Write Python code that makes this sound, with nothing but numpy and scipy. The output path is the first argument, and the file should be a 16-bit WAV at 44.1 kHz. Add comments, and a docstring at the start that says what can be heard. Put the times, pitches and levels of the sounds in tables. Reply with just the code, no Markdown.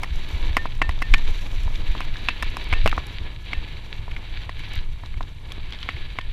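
"""A mountain bike rolls along a dry woodland trail, heard by a small camera in a plastic housing on the chest.
From the start tread roar, grit hiss and leaf crackle (filtered noise with cracks) pass narrow bands of the
housing and of treble whine, over electronic hiss and whine; gusts (slow noise) and jolts (short low swings)
rumble. Mount knocks (decaying sines) come at once, harder from 0.57 s, where a metal part first rings (two
swelling tones), and crowd together from 2 to 3 s; then knocks grow sparser, airflow weaker and litter thinner,
with two late rings near 6 s."""
import sys
import numpy as np
from scipy import signal
from scipy.fft import rfft, irfft
from scipy.io import wavfile
from scipy.ndimage import uniform_filter1d

SR = 44100
rng = np.random.default_rng(int(sys.argv[2]) if len(sys.argv) > 2 else 0)


def amplitude_ratio(level_db):
    """Convert a level in decibels to the matching linear amplitude (field) ratio."""
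    exponent = np.asarray(level_db, float) / 20
    return 10 ** exponent


def output_pcm(signal):
    """Save a mono or channel-first signal as 16-bit PCM at the path in sys.argv[1].

    Samples are clipped to [-1, 1] before scaling.
    """
    pcm = np.clip(np.atleast_2d(signal).T, -1, 1) * 32767
    wavfile.write(sys.argv[1], SR, np.round(pcm).astype(np.int16))


N = 278712
TIME = np.arange(N) / SR  # seconds

# All levels apply at the source, ahead of the narrow bands and of the saturation in record(). # Steady hiss of
# the microphone. Each row: frequency in Hz, spectral level in dB.
SELF_NOISE_SPECTRUM = [(4800, -12.5), (8000, 3), (15200, -8), (15500, -45)]

# Low rumble of the wind. Each row: frequency in Hz, spectral level in dB.
RUMBLE_SPECTRUM = [(14, 10), (28, -1.5), (45, -12)]
# Flutter of quicker eddies. Each row: frequency in Hz, spectral level in dB.
FLUTTER_SPECTRUM = [(45, 4.5), (70, -4), (105, -5.5), (150, -13.5)]
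# Steady airflow under the gusts. Each row: time in seconds, rumble level in dB.
AIRFLOW = [(0, -37), (1.2, -28.5), (2.3, -34), (3.2, -39), (6.32, -43)]
# Gusts added to the airflow. Each row: centre in seconds, peak level in dB, half length in seconds.
GUSTS = [(0.0, -24, 0.013), (0.173, -29, 0.048), (0.458, -24.5, 0.083), (0.887, -34, 0.2),
         (1.138, -16, 0.037), (1.278, -22, 0.067), (1.676, -26, 0.13), (1.909, -19, 0.025),
         (2.097, -27, 0.044), (2.49, -31.5, 0.032), (2.822, -16, 0.085), (3.254, -39.5, 0.042),
         (3.59, -33.5, 0.034), (3.75, -41, 0.055), (4.006, -35.5, 0.022), (4.138, -25.5, 0.032),
         (4.36, -31.5, 0.045), (4.577, -37.5, 0.028), (4.84, -29, 0.13), (5.181, -29, 0.06),
         (5.63, -37.5, 0.071), (6.025, -32, 0.038), (6.335, -29.5, 0.086)]

# Bumps that jolt the whole camera. Each row: centre in seconds, level in dB, pitch in Hz.
JOLTS = [(0.125, -20.5, 53.7), (0.349, -21, 56), (0.507, -20.5, 63), (0.896, -18, 58.7), (1.296, -27, 53),
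         (1.668, -20, 65), (2.055, -33, 64), (2.437, -31, 53.3), (2.732, -17, 68), (2.851, -17, 75),
         (2.985, -23.5, 58), (3.217, -26.5, 63), (3.584, -24.5, 50), (3.996, -26.5, 68), (4.385, -34, 80),
         (4.471, -30, 73.6), (4.78, -22, 76), (5.168, -27, 59), (5.559, -37, 78.5), (5.951, -29, 79)]

# Tones of the metal part in Hz, lower and upper.
RING_HZ = (1806, 2654)
# Growth and decay, one row per tone. Each row: time to fade by 60 dB in seconds, build-up in seconds.
RING_TIMES = [(0.17, 0.017), (0.12, 0.0028)]
# Hard knocks that excite it. Each row: start in seconds, lower tone in dB, upper tone in dB.
RINGS = [(0.57, -35, -47), (0.815, -35, -35.5), (1.022, -42, -42), (1.14, -36.5, -45), (2.288, -46, -34),
         (2.423, -49, -39), (2.734, -41, -34.5), (2.874, -45, -35), (3.532, -47, -41), (5.89, -50, -60),
         (6.187, -48, -52)]

# Knocks of the mount and their bounces.
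# Each row: start in seconds, clack in dB, clack pitch in Hz, dull part in dB, bright snap in dB.
KNOCKS = [(0.0323, -22, 2190, -19, -26.5), (0.0346, -12, 2190, -15, -25.5), (0.0422, -18, 1890, -20, -49),
          (0.5683, -0.5, 2015, -2, -15), (0.573, -13, 1890, -25, -36), (0.577, -16, 2190, -19, -34),
          (0.817, -3, 1990, -3, -32), (0.8196, -5.5, 2280, -28, -36), (0.8233, -10, 2220, -14.5, -42),
          (0.8925, -12, 1930, -12, -27.5), (1.0201, -15.5, 2000, -11, -27), (1.024, -8, 2010, -19.5, -24),
          (1.139, 4.5, 2285, -7, -28), (1.1436, 0, 2400, -10.5, -41), (2.0057, -18, 2630, -15, -27.5),
          (2.2862, 0.5, 2580, -10.5, -27), (2.2905, -9, 2490, -18, -46), (2.4253, -9.5, 1760, -16, -20.5),
          (2.4302, -15, 3600, -14, -26), (2.569, -16, 2550, -14.5, -22.5), (2.7272, -4.5, 2160, -10, -29),
          (2.7313, -14, 2260, -14, -37), (2.7362, -5.5, 2310, -15, -34), (2.8599, -7, 2320, -7, -22),
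          (2.8653, -11, 2080, -12, -27), (2.8758, -4.5, 2820, -10, -18.5), (2.8824, -16, 2380, -28, -45),
          (3.532, -7, 2180, -14, -56), (4.114, -26, 2520, -36, -41), (4.4934, -17, 1900, -17, -40),
          (5.1412, -26, 2200, -31, -53), (5.8293, -13, 3140, -30, -51), (5.8888, -9, 2260, -12.5, -53),
          (5.8915, -15.5, 1940, -39, -55), (6.187, -8.5, 2160, -11.5, -39)]
# Soft thuds of the housing, almost without clack. Each row: start in seconds, dull part in dB, its pitch in Hz.
THUDS = [(0.6558, -12, 914), (1.6779, -23, 816), (1.9511, -18, 890), (2.8598, -9, 600),
         (2.8645, -16.5, 627), (2.9282, -8.5, 1130), (2.9787, -6.5, 980), (4.08, -25.5, 880),
         (5.0358, -24.5, 850), (5.208, -15, 915)]
# Light ticks, nearly all clack. Each row: start in seconds, clack in dB, clack pitch in Hz.
TICKS = [(0.5823, -18, 1860), (0.99, -21, 3540), (1.1342, -24, 3780), (1.181, -20, 3820),
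         (1.7565, -17, 3600), (2.0142, -18, 2540), (2.0181, -20.5, 2220), (2.1572, -22, 1670),
         (2.169, -19, 3760), (2.8947, -15, 2620), (2.915, -15, 2240), (2.9152, -17, 3630),
         (4.1167, -23, 2240), (4.1646, -16.5, 2200), (4.168, -21, 2300), (4.594, -24.5, 2270),
         (4.764, -26, 1710), (5.06, -24, 3850), (5.229, -22, 3700), (5.5198, -16, 3340),
         (5.7238, -16, 3220), (5.7335, -21.5, 3360), (5.7476, -23, 3520), (5.7883, -21, 3180),
         (5.9661, -23, 2200), (6.2126, -21, 3150)]
# Modes of a clack. Each row: multiple of the pitch, relative level in dB, cycles to fade by 60 dB.
CLACK_MODES = [(1, 0, 18), (1.24, -9, 20), (.8, -10, 14), (1.7, -16, 20)]
# Modes of a dull part. Each row: multiple of the pitch, relative level in dB, cycles to fade by 60 dB.
DULL_MODES = [(.3, -2.5, 6), (.55, -8.5, 12.5), (.8, 5, 9), (1.1, 11.5, 10.5), (1.35, -6.5, 26)]
# Modes of a snap. 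Each row: frequency in Hz before mount() scales it, relative level in dB,
# cycles to fade by 60 dB.
SNAP_MODES = [(6000, -1, 36), (7200, -10, 43), (10320, 0, 22), (13500, -4, 30)]

# Ground under the tyres. Each row: time in seconds, grit hiss in dB.
GRIT_HISS = [(0.0, -45), (0.5, -43), (0.75, -48.5), (1.18, -42), (1.64, -45.5), (1.8, -42), (2.2, -43),
             (2.32, -41.5), (2.89, -41.5), (3.02, -44), (3.29, -43), (3.38, -52.5), (3.47, -43.5),
             (4.05, -49), (4.42, -43.5), (4.48, -48), (4.76, -39.5), (4.85, -51), (5.24, -51), (5.43, -54),
             (5.54, -46.5), (6.0, -42.5), (6.12, -47), (6.32, -46.5)]
# Dry litter, thick under the trees and thin on the grass.
# Each row: time in seconds, crackle relative to the usual hiss in dB.
LITTER = [(0, -16.5), (0.9, -19), (1.5, -13.5), (2.1, -19.5), (3.3, -21.5), (5.3, -21.5), (6.32, -24)]
# Leaves and stalks crushed close by. 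Each row: centre in seconds, treble level in dB.
CRUSHES = [(0.022, -58), (0.048, -54), (0.29, -50), (0.312, -52), (0.586, -61), (0.78, -54), (1.308, -55),
           (1.635, -49), (1.88, -52), (1.918, -61), (2.502, -56), (2.643, -47), (2.691, -52), (2.845, -53),
           (2.895, -45), (2.915, -58), (2.968, -56), (3.069, -45), (4.595, -54), (4.736, -44),
           (4.756, -46.5), (5.523, -50)]
# Tread roar. Each row: frequency in Hz, spectral level in dB.
ROAR_SPECTRUM = [(170, 5.5), (250, 3), (330, 3.5), (530, -3), (800, -3.5), (965, 0), (1100, -3.5),
                 (1450, -10.5)]
# Grit hiss. Each row: frequency in Hz, spectral level in dB.
HISS_SPECTRUM = [(1400, -6.5), (1950, -2), (2250, 2), (3160, -1), (3880, 0), (4560, -6.5), (5000, -20.5)]
# Leaf crackle. Each row: frequency in Hz, spectral level in dB.
LEAF_SPECTRUM = [(5000, 1.5), (6100, 6.5), (8300, -8.5), (12300, -7), (15200, -13), (15500, -44)]
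# Close crushes. Each row: frequency in Hz, spectral level in dB.
CRUSH_SPECTRUM = [(5000, 6), (7500, -2.5), (12000, -3), (15000, -10), (16200, -40)]
# Narrow bands: resonances of the closed housing, and thin whine lines of the electronics in the treble. Each
# row: centre in Hz, width in Hz, boost in dB.
NARROW_BANDS = [(1702, 64, 7), (2277, 36, 5), (2530, 33, -4.5), (3190, 130, 2), (3950, 110, 3.5),
                (4180, 113, -8.5), (6500, 300, -4.5), (7260, 200, 6.5), (9740, 400, 5.5),
                (12600, 300, 4)]


def unit(x):
    """Normalisation: scales a signal to an rms of 1."""
    return x / np.sqrt(np.mean(x ** 2))


def curve(table):
    """Linear interpolation: the second column of a table at every sample."""
    seconds, values = np.transpose(table)
    return np.interp(TIME, seconds, values)


def smooth_twice(x, length):
    """Moving average, applied twice, over a length in samples."""
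    return uniform_filter1d(uniform_filter1d(x, length), length)


def bell(time, centre, half_length):
    """Gaussian envelope: peak 1, falling to 1/e a half length from the centre."""
    return np.exp(-((time - centre) / half_length) ** 2)


def fade_60_db(time, duration):
    """Exponential decay: falls by 60 dB in the duration."""
    return np.exp(-np.log(1000) * time / duration)


def onset(time, build_up):
    """Gradual excitation: rises smoothly from 0 towards 1."""
    return 1 - np.exp(-(time / build_up) ** 2)


def colour(x, spectrum):
    """Linear filtering: weights the spectrum by the table, falling 30 dB per octave more outside it."""
    hz, db = np.transpose(spectrum)
    f = np.maximum(np.fft.rfftfreq(len(x), 1 / SR), 1)
    octaves_below = np.maximum(np.log2(hz[0] / f), 0)
    octaves_above = np.maximum(np.log2(f / hz[-1]), 0)
    gain_db = np.interp(np.log(f), np.log(hz), db) - 30 * (octaves_below + octaves_above)
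    return irfft(rfft(x) * amplitude_ratio(gain_db), len(x))


def walk(rate):
    """Slow random modulation: values held for 1 / rate seconds, smoothed twice and scaled to rms 1."""
    hold = int(SR / rate)
    steps = np.repeat(rng.standard_normal(N // hold + 1), hold)
    return unit(smooth_twice(steps, hold)[:N])


def grains(per_s, spread_db):
    """Impulse noise: scattered one-sample cracks of either sign, a few much larger than the rest."""
    struck = rng.random(N) < per_s / SR
    size_db = -spread_db * np.log(1 - rng.random(N))
    sign = np.sign(rng.random(N) - 0.5)
    return unit(struck * amplitude_ratio(size_db) * sign)


def modes(table, t, scale=1.0, scatter=0.0):
    """Modal superposition: decaying sines, peak 1; plastic damps each within a set number of cycles."""
    ratio, db, cycles = np.transpose(table)[:, :, None]
    turns = ratio * scale * (1 + scatter) * t
    y = np.sum(amplitude_ratio(db) * fade_60_db(turns, cycles) * np.sin(2 * np.pi * turns), axis=0)
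    return y / np.abs(y).max()


def electronics():
    """Circuit noise: the microphone's even hiss with two thin whines wavering in level and phase."""
    whine = 0
    for hz, db in ((12618, -88), (6320, -86)):
        level = amplitude_ratio(db + 2 * walk(20))
        whine = whine + level * np.sin(2 * np.pi * hz * TIME + walk(20))
    hiss = unit(colour(rng.standard_normal(N), SELF_NOISE_SPECTRUM))
    return whine + amplitude_ratio(-74) * hiss


def wind():
    """Turbulent pressure: gusts set the size of slow swings, whose own chance swelling is partly evened out."""
    flow = amplitude_ratio(curve(AIRFLOW)) + sum(amplitude_ratio(db) * bell(TIME, s, half_s) for s, db, half_s in GUSTS)
    gust_db = 20 * np.log10(flow)
    flutter_db = -40 + 0.21 * (gust_db + 31)  # the eddies follow a share of the gusts
    out = 0
    for spectrum, hold_s, level_db in ((RUMBLE_SPECTRUM, 0.09, gust_db), (FLUTTER_SPECTRUM, 0.2, flutter_db)):
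        x = colour(rng.standard_normal(N), spectrum)
        swell = np.sqrt(smooth_twice(x ** 2, int(hold_s * SR)))
        out = out + amplitude_ratio(level_db) * unit(x / swell ** 0.7)
    return out


def jolts():
    """Damped oscillation: the harness swings once or twice at each bump, in random phase."""
    out = np.zeros(N)
    for s, db, hz in JOLTS:
        cycles = hz * (TIME - s)
        swing = np.cos(2 * np.pi * (cycles + rng.random()))
        out += amplitude_ratio(db) * bell(cycles, 0, 0.6) * swing
    return out


def metal_part():
    """Coupled resonance: two tones fed through the mount swell after the knock before they die."""
    out, t = np.zeros(N + SR), TIME[:SR // 2]
    for hz, (t60, build_up), levels_db in zip(RING_HZ, RING_TIMES, np.transpose(RINGS)[1:]):
        swell = onset(t, build_up) * fade_60_db(t, t60)
        tone = swell / swell.max() * np.sin(2 * np.pi * hz * t)
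        for (s, *_), db in zip(RINGS, levels_db):
            start = int(s * SR)
            out[start:start + len(t)] += amplitude_ratio(db) * tone
    return out[:N]


def blows():
    """Common impact form: start s, clack dB, clack Hz, dull dB, dull Hz, snap dB of knocks, thuds and ticks."""
    usual_dull_hz = 980
    knocks = [(s, db, hz, dull_db, usual_dull_hz, snap_db) for s, db, hz, dull_db, snap_db in KNOCKS]
    thuds = [(s, db - 9.5, 1714, db, hz, db - 39) for s, db, hz in THUDS]
    ticks = [(s, db, hz, db - 19, usual_dull_hz, db - 32) for s, db, hz in TICKS]
    return knocks + thuds + ticks


def mount():
    """Impact excitation: each blow sounds clack, dull and snap modes and a short noisy rattle of the shell."""
    out, t = np.zeros(N + SR), TIME[:SR // 20]
    shell = signal.butter(2, [700, 3800], "bandpass", fs=SR, output="sos")
    for s, clack_db, clack_hz, dull_db, dull_hz, snap_db in blows():
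        # no two blows land on the same spot, so the modes scatter in pitch
        dull_scatter = 0.035 * rng.standard_normal((len(DULL_MODES), 1))
        snap_scatter = 0.035 * rng.standard_normal((len(SNAP_MODES), 1))
        # plastic contact takes a moment: build-up times in seconds
        clack = amplitude_ratio(clack_db) * onset(t, 0.00033) * modes(CLACK_MODES, t, clack_hz)
        dull = amplitude_ratio(dull_db) * onset(t, 0.00039) * modes(DULL_MODES, t, dull_hz, dull_scatter)
        snap = amplitude_ratio(snap_db) * onset(t, 0.0001) * modes(SNAP_MODES, t, 0.89, snap_scatter)
        rattle_level = amplitude_ratio(clack_db - 15.5) + amplitude_ratio(dull_db - 18)
        rattle_envelope = onset(t, 0.0024) * fade_60_db(t, 0.019)
        rattle = rattle_level * rattle_envelope * signal.sosfilt(shell, rng.standard_normal(len(t)))
        start = int(s * SR)
        out[start:start + len(t)] -= clack + dull + snap + rattle
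    return out[:N]


def rough_noise(per_s):
    """Granular friction: steady noise with scattered cracks."""
    return 0.75 * grains(per_s, 2.8) + rng.standard_normal(N)


def tyres():
    """Rolling contact: tread roar, hiss with grit, dry leaves crackling in bunches, and close crushes."""
    usual_hiss_db = -44
    hiss_db = curve(GRIT_HISS)
    swing_db = hiss_db - usual_hiss_db
    # the ground softens towards the meadow: the roar loses 0.7 dB per second
    roar_db = -48.5 + 0.44 * swing_db - 0.7 * (TIME - TIME[-1] / 2)
    leaf_db = usual_hiss_db + curve(LITTER) + 0.49 * swing_db
    ground_db = 1.3 * walk(70)  # small rough patches lift roar, hiss and leaves together
    roar = amplitude_ratio(roar_db + ground_db + 1.54 * walk(25)) * unit(colour(rough_noise(200), ROAR_SPECTRUM))
    hiss = amplitude_ratio(hiss_db + ground_db + 1.3 * walk(110)) * unit(colour(rough_noise(500), HISS_SPECTRUM))
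    litter = rough_noise(300)
    leaves = amplitude_ratio(leaf_db + ground_db + 1.7 * walk(70)) * unit(colour(litter, LEAF_SPECTRUM))
    crush_level = sum(amplitude_ratio(db) * bell(TIME, s, 0.0019) for s, db in CRUSHES)
    crushes = crush_level * unit(colour(litter, CRUSH_SPECTRUM))
    return roar + hiss + leaves + crushes


def narrow_bands(x):
    """Resonance: the shell and thin treble whine of the electronics boost or cut narrow bands, with a small
    loss throughout."""
    f = np.fft.rfftfreq(N, 1 / SR)
    gain_db = sum(db / (1 + (2 * (f - hz) / width) ** 2) - 0.4 for hz, width, db in NARROW_BANDS)
    return irfft(rfft(x) * amplitude_ratio(gain_db), N)


def scene():
    """Superposition at one microphone; the narrow bands colour the tyres and the electronics."""
    coloured = narrow_bands(electronics() + tyres())
    return (wind() + jolts() + coloured + metal_part() + mount())[None]


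def low_pass(x):
    """Removes everything above the highest recorded frequency."""
    return signal.sosfilt(signal.butter(12, 16470, fs=SR, output="sos"), x)


def record(dry):
    """Saturation: a hyperbolic tangent rounds the loudest peaks."""
    mix = np.tanh(0.55 * dry) / 0.31
    return low_pass(mix)


dry = scene()
out = record(dry)
output_pcm(out)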